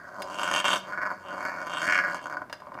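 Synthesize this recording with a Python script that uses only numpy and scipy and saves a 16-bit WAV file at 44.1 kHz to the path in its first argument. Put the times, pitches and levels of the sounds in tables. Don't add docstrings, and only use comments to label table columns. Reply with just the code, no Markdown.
import sys
import numpy as np
from scipy import signal
from scipy.fft import rfft, irfft
from scipy.io import wavfile
from scipy.ndimage import uniform_filter1d

SR = 44100
rng = np.random.default_rng(int(sys.argv[2]) if len(sys.argv) > 2 else 0)


def log_audio(samples):
    frames = np.atleast_2d(samples).T
    limited = np.clip(frames, -1, 1)
    pcm = np.round(limited * 32767).astype(np.int16)
    wavfile.write(sys.argv[1], SR, pcm)


def volts(x):
    e = np.asarray(x, float) / 20
    return 10 ** e


N = 123480

SURGE_START_S = [.199, .299, .343, .386, .3945, .432, .476, .513, .522, .538, .548, .561, .579, .643, .681,
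                 .689, .704, .72, .736, .757, .923, .975, 1.016, 1.053, 1.103, 1.284, 1.406, 1.451, 1.603,
                 1.625, 1.668, 1.696, 1.735, 1.77, 1.817, 1.867, 1.887, 1.897, 1.923, 1.934, 1.946, 1.954,
                 1.977, 1.988, 2.038, 2.086, 2.122, 2.145, 2.2405, 2.257, 2.268, 2.298, 2.325, 2.369, 2.418,
                 2.62, 2.669, 2.719, 2.776, 2.7875]


def evened(x):
    return x / np.sqrt(np.mean(x ** 2) + 1e-20)


def read(points, hz):
    f, value = np.transpose(points)
    return np.interp(np.log(hz + 1), np.log(f + 1), value)


def highpass(x, hz):
    return signal.lfilter(*signal.butter(2, hz, "high", fs=SR), x)


def resonate(x, hz, width_hz):
    r = np.exp(-np.pi * width_hz / SR)
    if np.ndim(hz) == 0:
        pole = r * np.exp(2j * np.pi * hz / SR)
        return 2 * signal.lfilter([1 - r], [1, -pole], x + 1e-18).real
    turn = np.exp(2j * np.pi * np.cumsum(hz) / SR)
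    smooth = signal.lfilter([1 - r], [1, -r], x / turn + 1e-18)
    return 2 * (turn * smooth).real


def bank(x, rows):
    skirt = 3.2
    out = np.zeros(N)
    for k, (hz, width_hz, db) in enumerate(rows):
        ring = resonate(x, hz, width_hz)
        for _ in range(2):
            ring = resonate(ring, hz, width_hz * skirt)
        out += (-1) ** k * volts(db) * ring
    return out


def air():
    # frequency [Hz], level [dB].
    hush = [(25, -9), (70, -9), (200, -7), (600, -12.5), (1300, -10.5), (3000, -32.5), (8000, -36.5),
            (15000, -40)]
    hz = np.fft.rfftfreq(N, 1 / SR)
    noise = irfft(rfft(rng.standard_normal(N)) * volts(read(hush, hz)), N)
    return volts(-55) * evened(noise)


def beats():
    # time [s], rate [pulses/s].
    pace = [(0, 190), (1.25, 190), (1.7, 170), (2, 188), (2.3, 145), (2.8, 122)]
    jitter, pause_periods = .1, .95
    uneven_db, flutter_db, every_other_db = 1, 1.2, -4.5
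    starts = np.array([0] + SURGE_START_S + [N / SR])
    period = 1 / np.interp(starts[:-1, None], *np.transpose(pace))
    gaps = (1 + jitter * rng.standard_normal((len(starts) - 1, 100))) * period
    s = starts[:-1, None] + np.cumsum(gaps, 1) - gaps[:, :1] + 1 / SR
    keep = s < starts[1:, None] - pause_periods * period
    count = np.arange(100)
    flutter = flutter_db * evened(uniform_filter1d(rng.standard_normal(s.shape), size=3))
    uneven = uneven_db * np.clip(rng.standard_normal(s.shape), -2, 2)
    size_db = every_other_db * (count % 2) + (flutter + uneven) * (count > 0)
    return (s[keep] * SR).astype(int), volts(size_db)[keep]


def surge(t):
    # jump [dB], hold [s].
    jumps = [(6.5, 0.0086), (5.5, 0.012), (6, 0.0037), (7, 0.0071), (3.5, 0.028), (9, 0.014), (5, 0.0038),
             (6, .003), (-1, 0.0066), (7, 0.0015), (2, 0.0077), (4, 0.0092), (0, 0.0021), (10, 0.015),
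             (5.5, 0.0027), (2.5, 0.0027), (3.5, 0.0067), (3, 0.017), (3.5, 0.0041), (3, 0.0029),
             (5, 0.022), (7.5, 0.012), (12, .018), (8.5, 0.023), (8.5, 0.019), (4, 0.0079), (4, 0.0053),
             (6.5, 0.0092), (3.5, 0.0023), (4, 0.0035), (8.5, .006), (6, .008), (4, .003), (4.5, 0.015),
             (5, 0.0046), (1.5, 0.0085), (-1, 0.0023), (0.5, 0.005), (5.5, 0.0035), (1, 0.0027), (5, .003),
             (5.5, 0.0038), (7.5, 0.0045), (6.5, 0.0037), (4, 0.0072), (0.5, .004), (-0.5, .003),
             (6.5, 0.0023), (5.5, 0.0018), (10.5, .003), (7.5, 0.0026), (10.5, 0.02), (11, 0.021),
             (13, 0.0049), (11.5, 0.011), (8.5, 0.0035), (8, 0.0059), (7, 0.0045), (9.5, 0.0032),
             (16, .012)]
    fall_s = .004
    gain_db = np.zeros(len(t))
    for s, (db, hold_s) in zip(SURGE_START_S, jumps):
        gain_db += db * (t >= s) * np.exp(-np.maximum(t - s - hold_s, 0) / fall_s)
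    return volts(gain_db)


def folds(at, size, rasp):
    uneven_db, puff_s = 1.6, .0017
    clicks = np.zeros(N)
    clicks[at] = size * volts(uneven_db * np.clip(rng.standard_normal(len(at)), -2, 2))
    puffs = signal.lfilter([1], [1, -np.exp(-1 / (puff_s * SR))], clicks) * rng.standard_normal(N)
    return (1 - rasp) * evened(clicks) + rasp * evened(puffs)


def wander():
    depth, pace_s = .05, .015
    drift = rng.standard_normal(N)
    for _ in range(2):
        drift = uniform_filter1d(drift, size=round(pace_s * SR))
    return 1 + depth * evened(drift)


def parrot():
    # time [s], effort [dB], tongue lift [dB], beak opening [dB], breathiness [dB],
    # throat [Hz].
    growl_1 = [
        (0, -46.5, -13, -36, -18.5, 1440),
        (.2, -40, -29.5, -34, -17, 1037),
        (.36, -38.5, -20, -9.5, -15, 1130),
        (.5, -28, -14, -13, -16.5, 1197),
        (.6, -27.5, -9.5, -2.5, -13, 1076),
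        (.632, -38, -9, -16, -19, 1160),
        (.66, -28.5, -10.5, -5, -16, 1120),
        (.765, -28.5, -16, -8, -12.5, 1170),
        (.8, -59, -17, -27, 7, 1140),
    ]
    growl_2 = [
        (0.838, -46.5, -9, -18, -17, 1135),
        (0.89, -36.5, -15, -31, -18.5, 1098),
        (1.014, -37.5, -10.5, -39, -25, 1315),
        (1.124, -37, -15, -38, -19, 1160),
        (1.192, -57, -6, -29, -8, 1325),
    ]
    growl_3 = [
        (1.199, -50.5, -16, -25, -13, 1190),
        (1.264, -39.5, -22.5, -15.5, -25, 1085),
        (1.466, -31.5, -9.5, -35, -16, 1140),
        (1.532, -34.5, -8.5, -40, -17, 1170),
        (1.7, -37, -20.5, -17.5, -19, 1164),
    ]
    growl_4 = [
        (1.722, -34, -13, -9, -18.5, 1220),
        (1.781, -34.5, -12, -7, -19, 1220),
        (1.85, -29.5, -11.5, -20.5, -11.5, 1300),
        (1.89, -23.5, -3, -18.5, -17, 1370),
        (1.948, -31, 0.5, -10.5, -20.5, 1370),
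        (2.048, -29, -7.5, -35, -22, 1340),
        (2.161, -34.5, -13.5, -19.5, -13, 1040),
        (2.201, -44.5, -7, -18, -23, 1010),
    ]
    growl_5 = [
        (2.227, -42.5, -22, -11, -15.5, 1020),
        (2.3, -41.5, -16.5, -36.5, -19, 1125),
        (2.419, -42.5, -21, -37, -25, 1200),
        (2.448, -63, -6, -41, -19, 1160),
        (2.6, -69, -45, -12, -38, 1140),
        (2.623, -46, -20, -34, -29, 980),
        (2.76, -40.5, -24, -46, -30, 1000),
        (2.8, -53, -9, -37, -32, 1180),
    ]
    # frequency [Hz], width [Hz], level [dB].
    chest, tongue, beak = [(118, 228, -31), (219, 49, -22.5), (315, 288, -16), (595.5, 94, -9.5),
                           (712, 168, -10.5)], [(1689, 77, 8), (2122, 265, -2.5), (5320, 800, -25.5)], [(2675, 450, -7), (3177, 405, -1.5)]
    # frequency [Hz], width [Hz], level [dB], share of the beak opening followed.
    upper = [(4660, 460, 8.5, 0.036), (5450, 90, -1.5, 0.066), (6380, 1550, 5.5, 0.3), (7890, 500, 9, 0.81),
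             (8910, 1440, 0, 0.47), (11700, 3900, -18.5, 0.069)]
    # time [s], tongue pitch factor, beak pitch factor.
    mouth = [(0, 0.95, 1.04), (.3, 0.99, 0.95), (0.549, 1.04, 0.98), (.72, 1.017, 1.04), (.9, 0.99, 1.01),
             (1.3, 0.99, 0.96), (1.6, 1.04, 1.03), (1.78, 1.014, 1.023), (1.93, 1.018, 0.97),
             (2.07, 0.968, 0.99), (2.2, 1, 1.01), (2.8, 1.03, 1.04)]
    # time [s], frequency [Hz].
    notch = [(0, 4290), (1.85, 4070), (1.95, 3640), (2.1, 3550), (2.3, 4110)]
    rasp, upper_rasp = .27, .6
    chest_surge, chest_shut = .6, .3
    throat_split, throat_width_hz = .15, 300
    notch_depth, notch_width_hz = .7, 410

    t, pulses = np.arange(N) / SR, beats()
    swell = surge(t)
    mouth_s, *factors = np.transpose(mouth)
    tongue_factor, beak_factor = (np.interp(t, mouth_s, c) for c in factors)
    row_s, *controls = np.transpose(sorted(growl_1 + growl_2 + growl_3 + growl_4 + growl_5))
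    effort_db, tongue_db, beak_db, hiss_db, throat_hz = (np.interp(t, row_s, c) for c in controls)
    throat_hz = throat_hz * wander()

    drive = swell * volts(effort_db + 13)
    throat_in, tongue_in, beak_in = (folds(*pulses, rasp) * drive for _ in range(3))
    chest_gain = swell ** chest_surge * volts(effort_db + 14 - chest_shut * (tongue_db + 13))
    throat = [(throat_hz * (1 + side * throat_split), throat_width_hz, -1.5) for side in (-1, 1)]
    tongue = [(hz * tongue_factor, width_hz, db) for hz, width_hz, db in tongue]
    beak = [(hz * beak_factor, width_hz, db) for hz, width_hz, db in beak]

    voice = bank(folds(*pulses, rasp) * chest_gain, chest)
    voice = voice - bank(throat_in, throat)
    voice = voice + bank(tongue_in * volts(tongue_db + 5), tongue)
    voice = voice + bank(beak_in * volts(beak_db + 4), beak)
    for hz, width_hz, db, share in upper:
        gain = swell * volts(effort_db + hiss_db + 5 + share * beak_db)
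        voice = voice + bank(folds(*pulses, upper_rasp) * gain, [(hz, width_hz, db)])
    notch_hz = np.interp(t, *np.transpose(notch))
    return voice - notch_depth * resonate(voice, notch_hz, notch_width_hz)


def taps():
    # start [s], peak level [dB], brightness [dB per octave].
    hits = [
        (0.2206, -21, 6.5),
        (2.498, -30.5, -9.5),
        (2.5277, -18.5, -2.5),
        (2.602, -38, -5),
        (2.742, -35, -9.5),
    ]
    # frequency [Hz], level [dB], t60 [s].
    plastic = [(900, -2, .016), (1250, -1, .014), (1650, 0, .012), (2100, -2, .008), (2700, -4, .006),
               (3400, -4, .005), (4100, -5, .005), (4750, -1, .014), (6300, -13, .003), (8700, -15, .004)]
    tick_db, tick_s = -20, .00059
    rattle_db, rattle_s = -8, .007
    t, out = np.arange(4000) / SR, np.zeros(N + 4000)
    for s, db, bright_db in hits:
        noise = rng.standard_normal(4000)
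        sparse = noise * (rng.random(4000) < .06)
        rattle = volts(rattle_db) * np.exp(-t / rattle_s) * sparse + (t == 0)
        ring = np.zeros(4000)
        for hz, mode_db, t60_s in plastic:
            decay = volts(mode_db + bright_db * np.log2(hz / 2000) - 60 * t / t60_s)
            ring += decay * np.sin(2 * np.pi * hz * rng.uniform(1.0, 1.03) * t)
        crack = noise * volts(tick_db + bright_db) * np.exp(-t / tick_s)
        tap = signal.fftconvolve(ring / abs(ring).max(), rattle)[:4000] + crack
        out[round(s * SR):][:4000] += volts(db) * tap
    return out[:N]


def bounce(x):
    # delay [s], share of the direct sound.
    bounces = [(.00135, 0.34), (.00177, 0.079), (.00233, -0.68), (.0032, 0.45)]
    echoes = np.zeros(SR // 100)
    echoes[0] = 1
    for s, share in bounces:
        echoes[round(s * SR)] = share
    return signal.oaconvolve(x, echoes)[:N]


def dustpan(x):
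    # frequency [Hz], width [Hz], level [dB].
    modes = [(604, 35, -3), (725, 30, -6), (1018, 27, -2), (1200, 32, -2), (1378, 25, -3), (1460, 30, -1),
             (1702, 30, 2), (1795, 20, -1), (1893, 20, -1), (2190, 35, -1), (2805, 50, -6), (3165, 50, -6)]
    return volts(-4) * sum(volts(db) * resonate(x, hz, width_hz) for hz, width_hz, db in modes)


def room(x):
    # frequency [Hz], t60 [s].
    decay = [(300, 0.61), (1500, 0.3), (5000, 0.33), (12000, 0.053)]
    echoes = np.zeros(SR // 2)
    at = np.arange(200, SR // 2 - 20, 20)
    echoes[at + rng.integers(0, 20, at.shape)] = rng.choice([-1., 1.], at.shape)
    hz, t, z = signal.stft(echoes, SR, nperseg=256)
    fade = volts(-60 * t / read(decay, hz)[:, None])
    tail = signal.istft(z * fade, SR, nperseg=256)[1]
    return volts(-14) * signal.fftconvolve(x, tail / np.linalg.norm(tail))[:N]


def scene():
    near = bounce(highpass(taps(), 600) + 0.79 * highpass(parrot(), 90))
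    near = near + dustpan(near)
    return (near + room(near) + air())[None]


def band_limit(x):
    return signal.sosfilt(signal.butter(12, 15960, fs=SR, output="sos"), x)


def record(dry):
    lowpass = signal.firwin(511, 15600, window=("kaiser", 9), fs=SR)
    mix = signal.oaconvolve(highpass(dry, 60), lowpass[None], "same")
    return band_limit(mix)


dry = scene()
out = record(dry)
log_audio(out)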